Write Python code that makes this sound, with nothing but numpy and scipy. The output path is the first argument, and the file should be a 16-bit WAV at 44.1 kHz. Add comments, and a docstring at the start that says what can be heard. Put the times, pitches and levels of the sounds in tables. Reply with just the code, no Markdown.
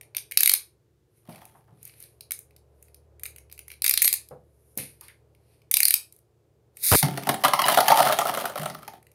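"""A spinning top lands in a thin plastic arena, jumps into a pocket, skids, squeals and rattles to rest.
Before that a hand lifts it out and fits it to a launcher, whose toothed cord ratchets in and is ripped.
Noise bursts, random grains and rubbing ring the modes of launcher and arena; short tones add squeals,
thuds and knocks. A puff overloads the microphone. The room is small and furnished, with a low hum."""
import sys
import numpy as np
from scipy import signal
from scipy.fft import rfft, irfft, next_fast_len
from scipy.io import wavfile
from scipy.ndimage import uniform_filter1d

SR = 44100
rng = np.random.default_rng(int(sys.argv[2]) if len(sys.argv) > 2 else 0)


def file_out(sig):
    """Save sig as 16-bit WAV at sys.argv[1]."""
    # one column per channel
    cols = np.atleast_2d(sig).T
    # limit, then scale
    lim = np.clip(cols, -1, 1)
    pcm = np.round(lim * 32767).astype(np.int16)
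    wavfile.write(sys.argv[1], SR, pcm)


N = 403074

# Levels in the tables are relative: each source adds its own trim.
# Steady noise spectrum: (frequency [Hz], level per Hz [dB])
NOISE_SPECTRUM = [(18, -56), (30, -28.5), (60, -3), (98, -5), (121, -5), (185, -13), (229, -14), (247, -23),
                  (358, -6), (387, -14.5), (454, -11.5), (591, -27), (3030, -36), (15200, -41),
                  (16400, -56)]
# Wavering hum: (time [s], lower tone level [dB], upper tone level [dB], drone level [dB])
HUM_LEVELS = [(0, -72, -63, -66), (0.997, -75.5, -73, -82.5), (1.6, -72, -61.5, -71.5),
              (2.799, -60, -66.5, -68.5), (3.3, -56, -63, -66.5), (4.002, -61, -68, -73.5),
              (5.503, -66.5, -63.5, -70), (6.4, -78.5, -69.5, -76), (6.851, -68, -65, -69)]
# Hum tones: (frequency [Hz], line width [Hz], level column of the hum counted from 0 [-], level [dB])
HUM_TONES = [(73, 2, 0, -1), (113, 2, 1, -2), (143, 5, 1, -7), (412, 4, 2, -6), (448, 4, 2, -10)]
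# Echo strength of the room: (frequency [Hz], level [dB])
ECHO_LEVELS = [(100, -17), (400, -8.5), (1500, -13), (4000, -11), (9000, -10), (15000, -13.5)]
# Echo decay of the room: (frequency [Hz], time to fall 60 dB [s])
ECHO_T60 = [(100, .4), (400, .3), (1500, .25), (4000, .23), (9000, .21), (15000, .13)]
# Air puff on the microphone: (start [s], length of its gusts [s], pressure [full scale], fade constant [s])
PUFF = (6.9165, 0.039, 0.27, 0.029)
# Eddies in the puff: (time [s], pressure drop [dB], width [ms])
EDDIES = [(6.9184, -10.5, 2.4), (6.926, -8, 5.9), (6.936, -11.5, 4.7), (6.949, -11.5, 0.93),
          (6.9559, -9.5, 1.4)]
# Hand and parts set down, the top landing and toppling:
# (time [s], peak level [dB], centre frequency [Hz], time to fall 60 dB [s])
THUDS = [(1.286, -35.5, 170, 0.16), (1.286, -43.5, 625, 0.4), (1.292, -41.5, 124.6, 0.27),
         (1.55, -53, 805, 0.14), (1.55, -55, 119.3, 0.27), (1.685, -50, 104, .25),
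         (1.724, -50.5, 135.4, .45), (1.68, -61, 790, 0.25), (4.31, -33, 497, 0.18),
         (4.311, -55, 920, 0.14), (4.312, -44, 138, 0.31), (4.772, -34.5, 212, 0.15), (4.79, -33, 135, 0.2),
         (4.773, -33, 476, 0.13), (5.013, -57, 1009, 0.29), (5.085, -52, 1830, 0.18),
         (7.03, -15.5, 137.6, 0.33), (8.591, -30, 148, 0.31), (8.704, -34, 146.6, 0.26)]
# Small steel spring in the launcher pinging: (time [s], peak level [dB])
PINGS = [(3.256, -42), (4.028, -13.5), (4.047, -5.5), (4.055, -3), (4.078, -11.5), (4.137, -17)]
# Modes of the spring: (frequency [Hz], width [Hz], level [dB])
SPRING_MODES = [(8300, 60, -12), (11565, 30, 0), (12440, 40, -4)]
# Modes of the plastic launcher shell: (frequency [Hz], width [Hz], level [dB])
SHELL_MODES = [(470, 1000, -11.5), (1050, 1700, -8), (2296, 390, 7.5), (3080, 2000, -2.5), (3820, 550, 3.5),
               (4780, 620, 2), (6600, 1700, -10.5), (8620, 870, -3.5), (9850, 960, 1.5), (11490, 860, 2),
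               (11380, 720, 5), (13100, 1940, -1), (15800, 1900, -10.5)]
# Hard parts of launcher and top clicking:
# (time [s], peak level [dB], body against treble [dB], leading body mode [Hz])
CLICKS = [(0.011, -27.5, -16, 2400), (0.031, -39, -12, 2400), (0.1482, -26.5, -5, 2390),
          (0.1672, -7.5, -18, 3580), (0.1805, -23, -5.5, 3850), (0.184, -26.5, -14, 3740),
          (0.3116, -19, -19.5, 2400), (0.32, -17, -15.5, 2460), (0.373, 3, -15, 4780),
          (0.3874, -19.5, -17, 3840), (0.406, 1.5, -21, 2320), (0.4322, 2.5, -18.5, 3820),
          (0.4586, 1, -16.5, 3800), (0.475, 3, -22.5, 2320), (0.4947, 2.5, -15, 4240),
          (0.516, -2.5, -22.5, 2420), (0.5368, 3, -19, 3940), (0.549, -22.5, -2, 4560),
          (1.325, -44, -3, 2840), (1.3582, -34, -13.5, 2600), (1.453, -30.5, -19, 2630),
          (1.8292, -28.5, -30, 2700), (1.852, -23, -41, 4400), (1.8761, -32, -24, 2560),
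          (1.895, -45, -0.5, 1950), (1.938, -47.5, -3, 1840), (2.002, -29, -36, 5500),
          (2.025, -29, -19.5, 5420), (2.038, -33, -14, 4880), (2.208, -26.5, -13.5, 4280),
          (2.308, -14, -15.5, 2250), (2.3184, -9, -21, 4020), (2.39, -23.5, -31, 2340),
          (2.508, -50, -8, 2610), (2.5633, -36, -13.5, 5170), (2.8259, -31, -31, 2500),
          (2.883, -48, -11.5, 2200), (2.9443, -34.5, -14.5, 5200), (3.196, -32, -20.5, 3150),
          (3.234, -15, -20, 2400), (3.255, -22.5, -9.5, 2400), (3.2617, -19, -20, 2220),
          (3.3073, -39, -26, 2340), (3.3613, -30.5, -19, 2390), (3.383, -30, -19, 2370),
          (3.498, -44, -9, 2450), (3.5142, -38, -10, 4600), (3.525, -26, -19, 3620),
          (3.5778, -33, -13.5, 2430), (3.5912, -24, -16.5, 2670), (3.681, -26, -19, 2000),
          (3.702, -32, -7.5, 2470), (3.716, -25, -13.5, 2540), (3.738, -40, -7.5, 2500),
          (3.8199, -8.5, -15.5, 4900), (3.8424, -2, -15.5, 5000), (3.85, -11.5, -12.5, 2210),
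          (3.863, -2, -15.5, 4930), (3.8792, -3.5, -16, 4950), (3.8946, 1, -21.5, 2050),
          (3.91, -3.5, -13, 4500), (3.9383, -2, -15.5, 4800), (3.975, 0, -13.5, 3930),
          (4.019, 1.5, -19, 2170), (4.025, 1.5, -26, 4190), (4.0395, -8.5, -32, 4200),
          (4.045, -1, -16, 3750), (4.0534, -3, -22.5, 2420), (4.0769, 3, -17, 3740),
          (4.088, -8, -30.5, 3860), (4.128, -1, -20, 4460), (4.1387, -4, -20, 2770),
          (4.287, -31.5, -20.5, 4850), (4.7537, -45, -30, 4860), (4.775, -8.5, -29, 5130),
          (5.01, -27, -17.5, 5000), (5.082, -31.5, -12, 2330), (5.349, -52.5, -5.5, 2430),
          (5.618, -51.5, -5, 2470), (5.7124, -1.5, -21.5, 2500), (5.74, 4, -16.5, 4200),
          (5.769, 2, -17, 3820), (5.8035, 1.5, -20, 2400), (5.831, 0, -16, 4480), (5.853, 2.5, -18, 4800),
          (5.8824, 1, -20, 4740), (5.907, -0.5, -15.5, 4070), (5.9398, 4, -18.5, 4770),
          (6.124, -32, -25, 4040), (6.1633, -40.5, -33, 3670), (6.188, -42.5, -24, 4810),
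          (6.77, -24.5, -22, 2400), (6.911, -22, -3.5, 4850), (6.917, -6.5, -16, 4600),
          (9.0275, -41.5, -13.5, 1930), (9.0677, -42, -10.5, 1930), (9.1157, -39.5, -19, 2440)]
# Fingers and sliding parts rubbing:
# (loudest time [s], level [dB], rise [s], fall [s], body against treble [dB])
RUBS = [(1.18, -59, 0.074, .1, -13), (1.31, -47.5, 0.029, 0.13, -8), (1.48, -59, .1, 0.078, -24),
        (1.58, -58, .08, 0.043, -17), (1.87, -45.5, 0.087, 0.091, -9.5), (2.02, -43.5, 0.09, 0.11, -11.5),
        (2.86, -60.5, 0.16, .12, -11.5), (3.729, -45.5, 0.065, 0.021, -7.5),
        (4.72, -58.5, 0.31, 0.094, -23.5), (4.784, -24, 0.0095, 0.098, -10.5),
        (5.04, -46, 0.034, 0.094, -6.5), (5.538, -62, 0.21, 0.12, -5.5)]
# Cord teeth racing through the gear: (time [s], level [dB])
RIP_LEVELS = [(6.77, -53.5), (6.815, -40), (6.84, -19.5), (6.95, -12.5), (7.0, -17)]
# Modes of the arena, from low boom through wall modes to rim crack: (frequency [Hz], width [Hz], level [dB])
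ARENA_MODES = [(108, 5.7, 13), (137.2, 20, 19), (210, 30, 20.5), (307, 44, 16), (385, 33, 17.5),
               (588, 41, 13.5), (652, 63.4, 13), (727, 92, 13.5), (894, 51, 13), (960, 61, 9),
               (1181, 167, 13), (1350, 116, 12.5), (1810, 580, 9), (3134, 620, 8.5), (4160, 1940, 6),
               (5530, 4600, 0.5), (9440, 1880, 6), (11700, 3630, 4), (14800, 2500, 2)]
# Hand brushing the arena: (loudest time [s], level [dB], rise [s], fall [s], boom against walls [dB])
BRUSHES = [(1.29, -53, 0.037, 0.25, -2), (1.45, -74, 0.27, 0.056, -32), (1.72, -75.5, 0.24, 0.37, -5)]
# Spinning rim sticking and slipping on the pocket wall: (time [s], level [dB], slip rate [1/s])
SQUEALS = [(7.438, -20, 1005), (7.536, -34, 980), (7.589, -24.5, 1080), (7.639, -18, 988),
           (7.699, -22, 1030), (7.739, -24.5, 950), (7.906, -25, 1130), (8.055, -32.5, 1050)]
# Multiples 1 to 5 of the slip rate: (level [dB])
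SQUEAL_PARTIALS = [-3, -9.5, -2.5, -8, -11]
# Top scraping and chattering between blows: (time [s], level [dB])
CHATTER_LEVELS = [(7.04, -33), (7.16, -52), (7.3, -51), (7.45, -48), (7.57, -39), (7.7, -26.5),
                  (7.86, -36.5), (7.95, -26.5), (8.17, -35.5), (8.3, -34.5), (8.53, -51), (8.6, -38.5),
                  (8.72, -55), (8.85, -59.5), (9.0, -67.5)]
# Blows of the top on the arena: (time [s], peak level [dB], crack level [dB], leading wall mode [Hz])
BLOWS = [(7.027, -16.5, -2.5, 800), (7.174, -24.5, -4, 720), (7.234, -37.5, 1.5, 940),
         (7.27, -17.5, -11.5, 824), (7.29, -11.5, -5.5, 735), (7.341, -23, -4, 737),
         (7.437, -10.5, -11, 840), (7.447, -8.5, -7.5, 1004), (7.452, -12, -11, 1450),
         (7.481, -19, -2, 567), (7.534, -9.5, -10, 1020), (7.591, -14, -9.5, 1100), (7.617, -16, -6.5, 990),
         (7.682, -11, -5, 590), (7.744, -21.5, 1, 920), (7.773, -7.5, -11, 706), (7.785, -7, -15, 705),
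         (7.804, -14, -5, 795), (7.881, -10, -4.5, 885), (7.901, -7, -17, 726), (7.917, -5, -16, 898),
         (7.958, -22, -12, 685), (7.981, -11, -16, 820), (7.988, -6.5, -19, 865), (8.001, -4, -20, 786),
         (8.019, -16.5, -12, 730), (8.06, -16.5, -24, 594), (8.068, -13.5, -24, 690),
         (8.097, -11.5, -22, 630), (8.123, -15.5, -4.5, 645), (8.187, -11.5, -8.5, 692),
         (8.214, -15.5, -13, 1230), (8.253, -16, -16, 618), (8.29, -17, -23, 900), (8.331, -25.5, -21, 580),
         (8.372, -16.5, -11, 606), (8.399, -26.5, -7, 557), (8.441, -21, -27, 688), (8.454, -21, -6, 1450),
         (8.497, -26.5, -12, 590), (8.556, -23, -12, 558), (8.631, -25.5, -7.5, 640),
         (8.657, -21.5, -8, 648), (8.699, -35, -3, 580), (8.747, -31.5, -7.5, 1285),
         (8.829, -40.5, -7, 1330), (8.878, -32, -5.5, 838), (8.935, -39.5, -11, 754)]

NOISE_DB = -68
DRONE_HZ, DRONE_WIDTH_HZ = 430, 260
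FIRST_ECHO_S, BUILD_S = 0.0051, 0.00029
# before the nearest wall answers, only the table does; then a boost that fades
WALL_ECHO_S, WALL_ECHO_FADE_S, WALL_ECHO_DB, EARLY_DB = 0.0125, 0.0062, 0.5, -5.5
BASS_CUT_HZ, TREBLE_CUT_HZ = 53, 16650
SCATTER_DB = 1.5   # random spread of each mode from contact to contact
STROKE_DB = 20   # drop one rise before and one fall after the loudest moment
THUD_TONE, TONE_BELOW_HZ = 0.55, 700   # clear-tone share of a low thud; higher thuds are all noise
RUB_DAMPING = 2.5   # the touch widens the shell modes this many times
RIP_BODY_DB = -9
RIP_LOW_RAMP_S, RIP_LOW_DB = (6.2, 6.9), -7.5   # lowest shell modes: ramp from 0 dB, mostly done as the rip starts
RING_DB, RING_T60_S = -1, 0.011   # own tone of the part that clicks
KNOCK_DB, KNOCK_T60_S = -3.5, 0.037   # own tone of the patch of wall that is hit
SKID_S, SQUEAL_RING_T60_S = 0.0077, 0.12   # the wall rings on at the slip rate
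POCKET_ENTRY_S = 7.36   # the top leaves the floor for the pocket
FLOOR_BOOM_DB, POCKET_BOOM_DB = 4, -5.5   # at the reference chatter level
BOOM_LAG, BOOM_REFERENCE_DB = 0.34, -47.0   # share of a swell in chatter that the boom misses
CONTACT_MS, SHORTER_MS_PER_DB = 7.07, 0.11   # fade constant of a 0 dB blow; weaker ones are shorter
WALL_FOCUS_DB = 18   # loss per octave away from the leading wall mode
OVERTONE, OVERTONE_DB = 2.21, -3   # a wall mode sounds with its partner at this ratio
BRUSH_CRACK_DB, CHATTER_CRACK_DB = 1.5, 4.5


def amp(db):
    """Gain of a level in dB."""
    return 10 ** (np.asarray(db) / 20)


def unit(x):
    """Signal scaled to rms 1."""
    return x / np.sqrt(np.mean(x ** 2) + 1e-20)


def resonate(x, hz, width_hz):
    """Two-pole resonance with gain 1 at its peak."""
    r = np.exp(-np.pi * width_hz / SR)
    zeros = np.array([1, 0, -1]) * (1 - r * r) / 2
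    poles = [1, -2 * r * np.cos(2 * np.pi * hz / SR), r * r]
    return signal.lfilter(zeros, poles, x + 1e-18)


def strike(times, contact_ms, rise_ms, mode_db, modes):
    """Each contact is a short burst of micro-impacts that drives every mode at its own strength."""
    ms = np.arange(1200) / SR * 1000
    shape = np.minimum(ms / rise_ms, 1) * np.exp(-ms / np.clip(contact_ms, 0.5, 8))
    bursts = rng.standard_normal((len(times), len(ms))) * shape
    gains = amp(mode_db + SCATTER_DB * rng.standard_normal((len(times), len(modes))))
    at = (np.asarray(times)[:, None] * SR).astype(int) + np.arange(len(ms))
    out = np.zeros(N)
    for k, (hz, width_hz, _) in enumerate(modes):
        # even out the luck of the noise: every burst hands the mode a like share
        share = np.std(resonate(bursts, hz, width_hz), axis=1)
        drive = bursts * (gains[:, k] * share.mean() / share)[:, None]
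        line = np.bincount(at.ravel(), drive.ravel(), N + len(ms))[:N]
        out += (-1) ** k * resonate(line, hz, width_hz)
    return out


def grains(per_s, spread_db):
    """Random clicks of uneven size, rms 1."""
    sizes = amp(spread_db * np.minimum(rng.exponential(1, N), 4)) * rng.choice([-1, 1], N)
    return unit(sizes * (rng.random(N) < per_s / SR))


def stroke(s, db, rise_s, fall_s):
    """Samples around a stroke and its level there: straight up, then straight down in dB."""
    near = slice(int((s - 3 * rise_s) * SR), int((s + 3 * fall_s + 0.1) * SR))
    t = (np.arange(N) / SR)[near] - s
    return near, db - STROKE_DB * np.maximum(-t / rise_s, t / fall_s)


def along(rows):
    """Samples around a level curve and the level there, fading out fast beyond its ends."""
    s, level = np.transpose(rows)
    near = slice(int(s[0] * SR) - 4000, int(s[-1] * SR) + 8000)
    t = (np.arange(N) / SR)[near]
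    outside_s = np.maximum(np.maximum(s[0] - t, t - s[-1]), 0)
    return near, np.interp(t, s, level) - 900 * outside_s


def rings(rows, t60, rise_s):
    """One dying sine for each (time [s], level [dB], frequency [Hz])."""
    out, t = np.zeros(N + SR), np.arange(SR // 8) / SR
    for s, db, hz in rows:
        envelope = amp(db - 60 * t / t60) * np.minimum(t / rise_s, 1)
        out[int(s * SR):][:len(t)] += np.sin(2 * np.pi * hz * t) * envelope
    return out[:N]


def background():
    """Steady room and microphone noise, hum tones whose pitch wanders a little, and a noisy drone."""
    hz, db = np.transpose(NOISE_SPECTRUM)
    size, t = next_fast_len(N), np.arange(N) / SR
    f = np.arange(size // 2 + 1) * SR / size + 1   # 1 Hz up keeps the logarithm finite
    spectrum = rfft(rng.standard_normal(size)) * amp(np.interp(np.log(f), np.log(hz), db))
    out = amp(NOISE_DB) * unit(irfft(spectrum, size)[:N])
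    s, *levels = np.transpose(HUM_LEVELS)
    for tone_hz, width_hz, column, db in HUM_TONES:
        walk = uniform_filter1d(np.cumsum(rng.standard_normal(N)), size=2000)
        wander = walk * np.sqrt(2 * np.pi * width_hz / SR)
        tone = np.sqrt(2) * np.sin(2 * np.pi * tone_hz * t + wander)
        out += tone * amp(db + np.interp(t, s, levels[column]))
    drone = resonate(rng.standard_normal(N), DRONE_HZ, DRONE_WIDTH_HZ)
    drone = resonate(drone, DRONE_HZ, 2 * DRONE_WIDTH_HZ)
    return out + unit(drone) * amp(np.interp(t, s, levels[-1]))


def room(x):
    """Dense echoes build up after a short gap and die faster in the treble."""
    t = np.arange(SR // 2) / SR
    edges = np.geomspace(50, 18000, 14)
    t60_hz, t60_s = np.transpose(ECHO_T60)
    level_hz, level_db = np.transpose(ECHO_LEVELS)
    tail = np.zeros(len(t))
    for low, high in zip(edges, edges[1:]):
        centre = np.log(low * high) / 2
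        t60 = np.interp(centre, np.log(t60_hz), t60_s)
        db = np.interp(centre, np.log(level_hz), level_db)
        band_pass = signal.butter(2, [low, high], "band", fs=SR, output="sos")
        band = signal.sosfilt(band_pass, rng.standard_normal(len(t)))
        tail += band * amp(db - 22.5 - 60 * t / t60)
    wall_db = WALL_ECHO_DB * np.exp((WALL_ECHO_S - t) / WALL_ECHO_FADE_S)
    tail = tail * amp(np.where(t < WALL_ECHO_S, EARLY_DB, wall_db))
    return signal.fftconvolve(x, tail * np.clip((t - FIRST_ECHO_S) / BUILD_S, 0, 1))[:N]


def puff(sound):
    """A gust pushes the diaphragm out, where it stiffens and passes little; eddies pull it back briefly."""
    t = np.arange(N) / SR
    start, length, pressure, fade = PUFF
    push = pressure * np.clip((t - start) / 0.0023, 0, 1) * np.exp(-np.maximum(t - start, 0) / fade)
    for s, depth_db, ms in EDDIES:
        push -= amp(depth_db) * np.exp(-((t - s) * 2000 / ms) ** 2)
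    gusts = unit(resonate(rng.standard_normal(N), 460, 720)) * ((t > start) & (t < start + length))
    stiffness = 1 + (np.maximum(push, 0) / 0.11) ** 6
    return push + (sound + 0.14 * gusts) / stiffness


def thuds():
    """Soft contacts: dying noise in one broad resonance, the low ones mixed with a dying tone."""
    out, t = np.zeros(N), np.arange(SR // 4) / SR
    for s, peak_db, hz, t60 in THUDS:
        body = rng.standard_normal(len(t))
        for relative_width in (0.3, 1.5, 2.4):
            body = resonate(body, hz, relative_width * hz)
        tone = THUD_TONE * (hz < TONE_BELOW_HZ)
        body = (1 - tone) * unit(body) + tone * np.sin(2 * np.pi * hz * t)
        envelope = amp(peak_db - 60 * t / t60) * np.minimum(t * hz / 0.42, 1)   # rises in 0.42 cycle
        out[int(s * SR):][:len(t)] += body * envelope
    return out


def spring():
    """Some ratchet teeth set the narrow steel modes of the spring ringing."""
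    s, peak_db = np.transpose(PINGS)
    mode_db = peak_db[:, None] + 22 + np.array(SPRING_MODES)[:, 2]
    return strike(s, 1.5, 0.5, mode_db, SPRING_MODES)


def ring_shell(drive, low_db, dull_db, lowest_db, damping):
    """A moving touch drives all shell modes, balanced between body (below 6 kHz) and treble."""
    out = np.zeros(len(drive))
    for k, (hz, width_hz, mode_db) in enumerate(SHELL_MODES):
        db = mode_db + (hz < 6000) * low_db + dull_db * (hz > 13000) + lowest_db * (hz < 3500)
        out += (-1) ** k * resonate(drive * amp(db), hz, damping * width_hz)
    return out


def rubs():
    """Fingers and sliding parts rub in fine uneven grains; the touch damps the shell, its top modes most weakly driven."""
    out = np.zeros(N)
    friction = grains(7800, spread_db=2.0) * amp(-0.5)
    for *row, low_db in RUBS:
        near, db = stroke(*row)
        drive = friction[near] * amp(db)
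        out[near] += ring_shell(drive, low_db, dull_db=-7, lowest_db=0, damping=RUB_DAMPING)
    return out


def clicks():
    """Hard parts strike the shell; each favours its own body mode, and light touches are duller."""
    hz, _, level_db = np.transpose(SHELL_MODES)
    s, peak_db, body_db, lead_hz = np.transpose(CLICKS)[:, :, None]
    octaves = np.abs(np.log2(np.maximum(hz, 2000) / lead_hz))
    body_db = (hz < 6000) * (body_db + 11.5 - 7.0 * octaves)
    dull_db = 0.038 * peak_db * (hz > 13000)
    return strike(s[:, 0], 2.34, 0.27, peak_db - 1.0 + level_db + body_db + dull_db, SHELL_MODES)


def rip():
    """The ripped cord: a dense, swelling rush of tooth grains, weak in the lowest shell modes."""
    out = np.zeros(N)
    teeth = grains(6000, spread_db=-10.0) * amp(3)
    near, db = along(RIP_LEVELS)
    lowest_db = np.interp((np.arange(N) / SR)[near], RIP_LOW_RAMP_S, (0, RIP_LOW_DB))
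    drive = teeth[near] * amp(db)
    out[near] += ring_shell(drive, RIP_BODY_DB, dull_db=-1, lowest_db=lowest_db, damping=1)
    return out


def own_tones():
    """After each click the part rings briefly at its leading mode, after each blow the patch of wall."""
    parts = [(s, peak_db + body_db + RING_DB, hz) for s, peak_db, body_db, hz in CLICKS]
    wall = [(s, peak_db + KNOCK_DB, hz) for s, peak_db, _, hz in BLOWS]
    return rings(parts, RING_T60_S, rise_s=0.00081) + rings(wall, KNOCK_T60_S, rise_s=0.0017)


def squeals():
    """Each stick-slip skid is a short, slightly unsteady harmonic buzz; its lowest partial rings on."""
    out, t = np.zeros(N), np.arange(SR // 8) / SR
    rise, after = np.minimum(t / 0.0021, 1), np.maximum(t - SKID_S, 0)
    for s, db, hz in SQUEALS:
        unsteady = unit(uniform_filter1d(rng.standard_normal(len(t)), size=90))
        phase = 2 * np.pi * np.cumsum(hz * (1 + 0.013 * unsteady)) / SR
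        for k, partial_db in enumerate(SQUEAL_PARTIALS):
            t60 = SQUEAL_RING_T60_S if k == 0 else 0.012
            envelope = rise * amp(db + partial_db - 60 * after / t60)
            out[int(s * SR):][:len(t)] += np.sin((k + 1) * phase) * envelope
    return out


def wall_share(hz, lead_hz):
    """Level of a wall mode in dB: highest at the leading mode, nearly as high at its partner."""
    octaves = np.abs(np.log2(hz / lead_hz))
    lead_db = -WALL_FOCUS_DB * octaves
    partner_db = OVERTONE_DB - WALL_FOCUS_DB * np.abs(octaves - np.log2(OVERTONE))
    return 5 + np.maximum(lead_db, partner_db)


def boom_share(t):
    """Boom under the top, in dB against the walls: the floor booms, the pocket hardly does."""
    chatter_db = np.interp(t, *np.transpose(CHATTER_LEVELS))
    place_db = np.where(t > POCKET_ENTRY_S, POCKET_BOOM_DB, FLOOR_BOOM_DB)
    return place_db - BOOM_LAG * (chatter_db - BOOM_REFERENCE_DB)


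def scrapes():
    """Chatter of the top and brushes of the hand: noisy touches of a few ms ring boom, walls and crack."""
    out, t = np.zeros(N), np.arange(N) / SR
    touches = signal.lfilter([1], [1, -0.99], np.abs(grains(260, spread_db=3.0)))
    scrape = unit(touches * rng.standard_normal(N))
    blow_s, _, _, blow_hz = np.transpose(BLOWS)
    lead_hz = np.interp(t, blow_s, blow_hz, left=800)
    near, db = along(CHATTER_LEVELS)
    moves = [(near, db, CHATTER_CRACK_DB, boom_share(t[near]))]
    moves += [(*stroke(*row), BRUSH_CRACK_DB, boom_db) for *row, boom_db in BRUSHES]
    for near, db, crack_db, boom_db in moves:
        for k, (hz, width_hz, mode_db) in enumerate(ARENA_MODES):
            if hz > 1700:
                part_db = crack_db - 8.5
            elif hz < 450:
                part_db = boom_db - 4.0
            else:
                part_db = wall_share(hz, lead_hz[near])
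            drive = scrape[near] * amp(db + 4.5 + mode_db + part_db)
            out[near] += (-1) ** k * resonate(drive, hz, width_hz)
    return out


def blows():
    """The top hits the thin arena: where it hits decides which wall mode leads, its rim adds the crack."""
    hz, _, level_db = np.transpose(ARENA_MODES)
    s, peak_db, crack_db, lead_hz = np.transpose(BLOWS)[:, :, None]
    low_db = np.where(hz < 450, boom_share(s) - 10.5, wall_share(hz, lead_hz))
    part_db = np.where(hz > 1700, crack_db, low_db)
    contact_ms = CONTACT_MS + SHORTER_MS_PER_DB * peak_db
    return strike(s[:, 0], contact_ms, 0.83, peak_db + 3.5 + level_db + part_db, ARENA_MODES)


def scene():
    """Everything on the table, its room and the background, heard through the puff."""
    launcher = clicks() + rip() + rubs() + spring()
    arena = blows() + scrapes() + squeals()
    near = launcher + arena + own_tones() + thuds()
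    return puff(near + room(near) + background())[None]


def record(dry):
    """Bass and extreme treble are cut; peaks beyond full scale clip."""
    bass_cut = signal.butter(2, BASS_CUT_HZ, "high", fs=SR, output="sos")
    treble_cut = signal.cheby2(12, 60, TREBLE_CUT_HZ, fs=SR, output="sos")
    return np.clip(signal.sosfilt(treble_cut, signal.sosfilt(bass_cut, dry)), -1, 1)


dry = scene()
out = record(dry)
file_out(out)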